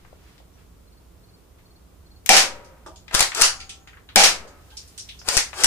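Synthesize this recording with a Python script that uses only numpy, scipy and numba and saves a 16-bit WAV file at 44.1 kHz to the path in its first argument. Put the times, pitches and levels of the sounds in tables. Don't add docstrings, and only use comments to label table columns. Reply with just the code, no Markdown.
import sys
import numpy as np
from scipy import signal
from scipy.fft import rfft, irfft, next_fast_len
from scipy.io import wavfile
from scipy.ndimage import uniform_filter1d, map_coordinates
from numba import njit

SR = 44100
rng = np.random.default_rng(int(sys.argv[2]) if len(sys.argv) > 2 else 0)


def materialize(psi):
    bounded = np.clip(np.atleast_2d(psi).T, -1, 1)
    quanta = np.round(bounded * 32767).astype(np.int16)
    wavfile.write(sys.argv[1], SR, quanta)


N = 249606

# frequency in Hz, left-right correlation.
ROOM_CORRELATION = [(60, .75), (180, .75), (550, .75), (1400, .3), (3000, -.2), (6000, 0), (15000, 0)]


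def amp(db):
    return 10 ** (np.asarray(db) / 20)


def unit_rms(x):
    return x / np.sqrt(np.mean(x ** 2) + 1e-20)


def curve(points, hz):
    knots_hz, values = np.transpose(points)
    return np.interp(np.log(hz + 1), np.log(knots_hz + 1), values)


def spectrum(points):
    return lambda hz: amp(curve(points, hz))


def hump(centre_hz, width_oct):
    return lambda hz: np.exp(-.5 * (np.log2((hz + 1) / centre_hz) / max(width_oct, .15)) ** 2)


def uneven(colour, ripple_db=2.5):
    knots = rng.standard_normal(40)
    return lambda hz: colour(hz) * amp(ripple_db * map_coordinates(knots, [hz / 700]))


def filtered(x, response):
    size = next_fast_len(x.shape[-1] + 4096)
    hz = np.fft.rfftfreq(size, 1 / SR)
    return irfft(rfft(x, size) * response(hz), size)[..., :x.shape[-1]]


def add(out, start_s, x):
    part = out[:, round(start_s * SR):][:, :x.shape[1]]
    part += x[:, :part.shape[1]]


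def stereo_noise(size, correlation, colour):
    def mid_side_gain(hz):
        angle = np.arccos(np.clip(curve(correlation, hz), -1, 1)) / 2
        return colour(hz) * [np.cos(angle), np.sin(angle)]
    mid, side = filtered(rng.standard_normal((2, size)), mid_side_gain)
    return np.array([mid + side, mid - side])


def room_tail(colour):
    # frequency in Hz, T60 in seconds, share of the slow tail in dB.
    decay = [(100, 0.069, -20.5), (596, 0.23, -28.5), (1350, 0.24, -31), (5000, 0.23, -57),
             (12600, 0.21, -55)]
    slow_t60_s, build_s = 1, .0027
    noise = stereo_noise(SR * 3 // 5, ROOM_CORRELATION, lambda hz: colour(hz) / (1 + (hz / 13000) ** 4))
    hz, t, bands = signal.stft(noise, SR, nperseg=256)
    t60_s, slow_db = (curve(np.array(decay)[:, [0, k]], hz)[:, None] for k in (1, 2))
    envelope = amp(-60 * t / t60_s) + amp(slow_db - 60 * t / slow_t60_s)
    tail = signal.istft(bands * envelope, SR, nperseg=256)[1]
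    tail *= 1 - np.exp(-np.arange(tail.shape[1]) / SR / build_s)
    return amp([[.6], [-.6]]) * tail / np.sqrt(np.sum(tail ** 2) / 2)


def direct(x, pan, lag_samples=5):
    both = np.array([np.pad(x, (0, lag_samples)), np.pad(x, (lag_samples, 0))])
    return filtered(both, lambda hz: amp(np.array([[.5], [-.5]]) * pan * (1.82 + hz / 14000)))


def in_garage(x, wet_db, pan=0):
    out = amp(wet_db) * signal.fftconvolve(x[None], room_tail(np.ones_like), axes=1)
    add(out, 0, direct(x, pan))
    return out


def strike(colour, rise_s, t60_s, wet_db, pan=0):
    t = np.arange(SR // 10) / SR
    noise = unit_rms(filtered(rng.standard_normal(len(t)), colour))
    crack = noise * (1 - np.exp(-t / rise_s)) * amp(-60 * t / t60_s)
    out = amp(wet_db) * np.linalg.norm(crack) * room_tail(colour)
    add(out, 0, direct(crack, pan))
    return out


def ring(modes, attack_s, drift_cycles):
    t = np.arange(SR) / SR
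    drifts = np.cumsum(rng.standard_normal((len(modes), SR)), axis=1) * drift_cycles / np.sqrt(SR)
    out = np.zeros(SR)
    for (hz, db, t60_s), drift in zip(modes, drifts):
        envelope = amp(db + rng.normal(0, 1) - 60 * t / t60_s)
        out += envelope * np.sin(2 * np.pi * (hz * t + rng.random() + drift))
    return out * (1 - np.exp(-t / attack_s))


def hum():
    # frequency in Hz, relative density in dB.
    density = [(12, -34), (20, -21), (61, -2), (148, -17.5), (180, -13.5), (213, -21), (427, -22),
               (580, -27.5), (648, -27), (833, -31), (1160, -30.5), (1820, -38.5), (15500, -43.5)]
    # frequency in Hz, left-right correlation.
    correlation = [(60, 0.96), (180, 0.67), (550, 0.24), (1650, 0.17), (4970, 0.047), (15000, 0.02)]
    rumble_db, air_db, split_hz = -51, -57.5, 250
    colour = spectrum(density)
    waver_db = map_coordinates(rng.standard_normal(60), [np.arange(N) * 7 / SR])
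    rumble = unit_rms(stereo_noise(N, correlation, lambda hz: colour(hz) * (hz < split_hz)))
    air = unit_rms(stereo_noise(N, correlation, lambda hz: colour(hz) * (hz >= split_hz)))
    return amp(rumble_db + waver_db + np.array([[-1.3], [1.3]])) * rumble + amp(air_db) * air


def cloth():
    # middle in seconds, half width in seconds, level in dB.
    swells = [(.05, 0.14, -63.5), (.3, 0.064, -59), (.6, .04, -62)]
    t = np.arange(N) / SR
    envelope = sum(amp(db) * np.exp(-.5 * ((t - mid_s) / half_s) ** 2) for mid_s, half_s, db in swells)
    return envelope * unit_rms(stereo_noise(N, ROOM_CORRELATION, hump(1600, 1.4)))


def cricket():
    # start in seconds, level in dB.
    chirps = [(.865, -60), (1.228, -56), (1.648, -56), (2.052, -56), (2.96, -64), (4.93, -62)]
    wing_hz, stroke_s, period_s = 4400, .034, .05
    out = np.zeros((2, N))
    t = np.arange(round(stroke_s * SR)) / SR
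    for start_s, db in chirps:
        for k in range(3):
            pitch_hz = wing_hz * (1 + rng.normal(0, .012) - 110 * (t - .018) ** 2)
            tone = np.hanning(len(t)) * np.sin(2 * np.pi * np.cumsum(pitch_hz) / SR)
            add(out, start_s + period_s * k, amp(db + rng.normal(0, 1.2)) * in_garage(tone, wet_db=-15))
    return out


def can_spurt():
    start_s, rise_s, level_db, sag_db_per_s = 4.25, .53, -54.5, 2.5
    drops = rng.standard_normal((2, N)) * (.5 + 2.5 * (rng.random(N) < .004))
    t = np.clip(np.arange(N) / SR - start_s, 0, None)
    flow = np.clip(t / rise_s, 0, 1) ** 2 * amp(level_db - sag_db_per_s * t)
    return flow * unit_rms(filtered(drops, hump(3000, 1.8)))


def faint_pings():
    # start in seconds, frequency in Hz, level in dB, T60 in seconds.
    pings = [(.535, 5700, -52, .06), (4.712, 1600, -43, .06), (4.722, 3180, -45, .08),
             (4.724, 850, -47, .13)]
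    out = np.zeros((2, N))
    for start_s, *mode in pings:
        add(out, start_s, in_garage(ring([mode], attack_s=.005, drift_cycles=1.5), wet_db=-5))
    return out


def hollow_knock(start_s=2.861):
    # frequency in Hz, level in dB, T60 in seconds.
    modes = [(335, -42, .16), (645, -42, .22), (760, -45, .14), (955, -46, .15), (1200, -44, .13)]
    out = np.zeros((2, N))
    add(out, start_s, in_garage(ring(modes, attack_s=.0023, drift_cycles=1.3), wet_db=-.5))
    return out


def spent_pellets():
    # start in seconds, level in dB, centre in Hz, width in octaves.
    bounces = [(1.584, -56.5, 2000, .9), (2.645, -49.5, 5210, 0.77), (2.862, -45.5, 5000, 1),
               (2.958, -45, 4800, .6), (3.601, -34, 3610, 0.67), (3.6926, -32, 4860, 0.84),
               (4.474, -48, 5080, 0.65), (4.702, -50, 3500, .8), (4.769, -34.5, 5840, 0.68),
               (4.875, -47.5, 8070, 0.62), (4.977, -33, 6800, 1), (4.994, -32.5, 5500, .53),
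               (5.088, -31.5, 3300, .5), (5.1895, -40.5, 5430, 0.27)]
    click_hz, click_db, top_hz = 9630, -15, 10600
    out = np.zeros((2, N))
    for start_s, db, centre_hz, width_oct in bounces:
        surface, click = hump(centre_hz, width_oct), hump(click_hz, .2)
        colour = uneven(lambda hz: (surface(hz) + amp(click_db) * click(hz)) / (1 + (hz / top_hz) ** 8))
        add(out, start_s, amp(db) * strike(colour, rise_s=.0018, t60_s=.021, wet_db=14, pan=-6))
    return out


def handling():
    # start in seconds, level in dB, centre in Hz, width in octaves, pan.
    ticks = [(.049, -46.5, 1210, 0.65, 8), (0.1277, -47, 580, .55, 15), (0.379, -48.5, 2950, 0.88, 5),
             (.402, -50, 587, 0.44, 15), (.58, -53, 1900, 0.49, -4), (2.2606, -23.5, 4170, 1.65, 9.5),
             (2.861, -30.5, 720, 0.61, 1), (3.08, -34.5, 1970, 0.89, 6.5), (3.11, -29, 1300, 1.23, 3.5),
             (3.131, -31.5, 2500, 0.56, -0.5), (3.3185, -25, 1900, .8, 7.5), (3.873, -36, 2037, 1.02, 1.5),
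             (3.931, -43, 1770, 0.66, 1), (3.97, -42, 1445, 0.74, 1), (4.089, -35, 2040, 0.75, 3),
             (4.45, -35.5, 547, .27, -1), (5.215, -44, 1006, 1.1, 12.5), (5.53, -30, 1490, 1, 7.5)]
    out = np.zeros((2, N))
    for start_s, db, centre_hz, width_oct, pan in ticks:
        colour = uneven(hump(centre_hz, width_oct))
        add(out, start_s, amp(db) * strike(colour, rise_s=.001, t60_s=.022, wet_db=4.5, pan=pan))
    return out


def pump_clacks(plastic):
    # start in seconds, clack level in dB, thud level in dB.
    clacks = [(3.1421, -6, -25.5), (3.148, 2.5, -18), (3.193, -1.5, -47), (3.2053, 5, -18.5),
              (3.2253, -4, -35), (3.3479, -12.5, -54), (3.4024, -10.5, -44), (3.412, 1.5, -28.5),
              (3.4188, 14, -17.5), (3.4257, 0.5, -32), (5.2857, -0.5, -27.5), (5.3681, 0.5, -17),
              (5.3746, 2, -27.5), (5.636, 1, -38), (5.6429, 12.5, -31), (5.6494, -10, -28)]
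    out = np.zeros((2, N))
    t = np.arange(SR // 10) / SR
    push = np.sin(np.pi * np.clip(t / .0015, 0, .5)) * (1 - t / .015) * np.exp(-t / .0082)
    for start_s, db, thud_db in clacks:
        add(out, start_s, amp(db) * strike(uneven(plastic), rise_s=.002, t60_s=.016, wet_db=1, pan=4))
        add(out, start_s, -amp(thud_db) * direct(push, pan=5.5))
    return out


def grip_slides(plastic):
    # start, full speed and stop in seconds; start level, full level and scrape over hiss in dB.
    strokes = [(3.121, 3.136, 3.15, -60.5, -38, 6), (3.146, 3.194, 3.207, -34.5, -28, -5),
               (3.341, 3.376, 3.418, -39, -31, -2), (5.241, 5.282, 5.288, -63, -35, 0.5),
               (5.287, 5.333, 5.368, -42, -29.5, -6), (5.53, 5.599, 5.637, -52.5, -34.5, -2)]
    # centre in Hz, width in Hz, relative gain in dB.
    resonances = [(746, 600, 8), (1293, 210, 5.5)]

    def resonant(hz):
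        return sum(amp(db) * 1j * hz * width_hz / (centre_hz ** 2 - hz ** 2 + 1j * hz * width_hz)
                   for centre_hz, width_hz, db in resonances)
    out = np.zeros((2, N))
    for start_s, full_s, stop_s, start_db, full_db, scrape_db in strokes:
        t = np.arange(start_s, stop_s, 1 / SR)
        noise = rng.standard_normal((2, len(t)))
        roughness_db = 2 * unit_rms(uniform_filter1d(rng.standard_normal(len(t)), size=60))
        grit = noise * amp(roughness_db)
        hiss = unit_rms(filtered(grit[0], lambda hz: plastic(hz) * (hz > 2200)))
        scrape = amp(scrape_db) * unit_rms(filtered(grit[1], resonant))
        swell = amp(np.interp(t, [start_s, full_s], [start_db, full_db]))
        rub = swell * (hiss + scrape) * signal.windows.tukey(len(t), .2)
        add(out, start_s, in_garage(rub, wet_db=2.5, pan=4.5))
    return out


def pump(spring_start_s=3.421, spring_db=-42):
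    # frequency in Hz, relative density in dB.
    density = [(150, -24.5), (250, -16), (1360, -5.5), (2050, -4), (2320, -5.5), (2570, -3.5), (4030, -5),
               (4620, 0), (7110, -3), (8900, -4.5), (15500, -24)]
    # frequency in Hz, relative level in dB, T60 in seconds.
    spring_modes = [(780, -5, 1.1), (1130, -8, 1.0), (1351, -5, 1.0), (5373, -6, .5), (6697, -1.5, 1.0),
                    (8460, -6, .5)]
    plastic = spectrum(density)
    out = pump_clacks(plastic) + grip_slides(plastic)
    spring = ring(spring_modes, attack_s=.003, drift_cycles=.8)
    add(out, spring_start_s, amp(spring_db) * in_garage(spring, wet_db=-6))
    return out


def gunshots():
    # start in seconds, blow level in dB, pellet flight in seconds, hit level in dB.
    shots = [(2.2918, 20, .0745, 4.5), (4.159, 18, .078, 3.5)]
    # frequency in Hz, relative density in dB.
    density = [(40, -48.5), (120, -24.5), (200, -17), (350, -13), (700, -11), (1300, -10), (2300, -4.5),
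               (3500, -7), (5500, -3.5), (9000, -10.5), (12000, -15.5), (15500, -30)]
    # frequency in Hz, relative level in dB, T60 in seconds.
    barrel_modes = [(201, -15, 0.11), (495.5, -15, 0.092), (557.6, -11, 0.11), (656, -10.5, 0.15),
                    (761.5, -0.5, .09), (794.4, -6, 0.18), (854, -10, 0.16), (2335, -4.5, 0.13),
                    (5540, -10, 0.14)]
    sheet_modes = [(526, 0, 1), (582, -2.5, 1), (815, -7.5, .55), (953, -1.5, 0.84), (1200, 2.5, 0.51),
                   (1270, -0.5, 0.92), (1733, -11, .5), (1830, -7.5, 0.465)]
    colour = spectrum(density)
    out = np.zeros((2, N))
    for start_s, db, flight_s, hit_db in shots:
        add(out, start_s, amp(db) * strike(colour, rise_s=.00011, t60_s=.02, wet_db=-.5, pan=4.5))
        barrel = ring(barrel_modes, attack_s=.0021, drift_cycles=1)
        add(out, start_s + .00291, amp(db - 8.5) * in_garage(barrel, wet_db=-21.5))
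        sheet = ring(sheet_modes, attack_s=.02, drift_cycles=.95)
        add(out, start_s + .003, amp(db - 57.5) * in_garage(sheet, wet_db=-3))
        add(out, start_s + flight_s, amp(hit_db) * strike(colour, rise_s=.00048, t60_s=.01, wet_db=10.5))
    return out


def scene():
    return (gunshots() + pump() + handling() + spent_pellets() + hollow_knock() + faint_pings()
            + cricket() + can_spurt() + hum() + cloth())


@njit
def follow(level, attack_s, release_s):
    out, held = np.empty_like(level), 0.0
    for i in range(len(level)):
        held += (level[i] - held) / (SR * (attack_s if level[i] > held else release_s))
        out[i] = held
    return out


def record(dry):
    threshold_db, leak_hz, leak_top_hz, top_hz = -2.5, 3.6, 18, 15620

    def leak_path(hz):
        highpass = -hz ** 2 / (leak_hz ** 2 - hz ** 2 + 4j * hz)
        return highpass / (1 + 1j * hz / leak_top_hz)
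    drive = follow(np.abs(dry).max(0), attack_s=.0011, release_s=.013) / amp(threshold_db)
    gain = (1 + drive ** 2.42) ** (-1 / 2.55)
    thump = amp([[-21], [-25]]) * filtered(gain - 1, leak_path)
    limited = dry * gain + thump
    clipped = .96 * limited / (1 + np.abs(limited) ** 8) ** (1 / 8)
    return np.clip(filtered(clipped, lambda hz: np.clip((top_hz - hz) / 150, 0, 1)), -1, 1)


dry = scene()
out = record(dry)
materialize(out)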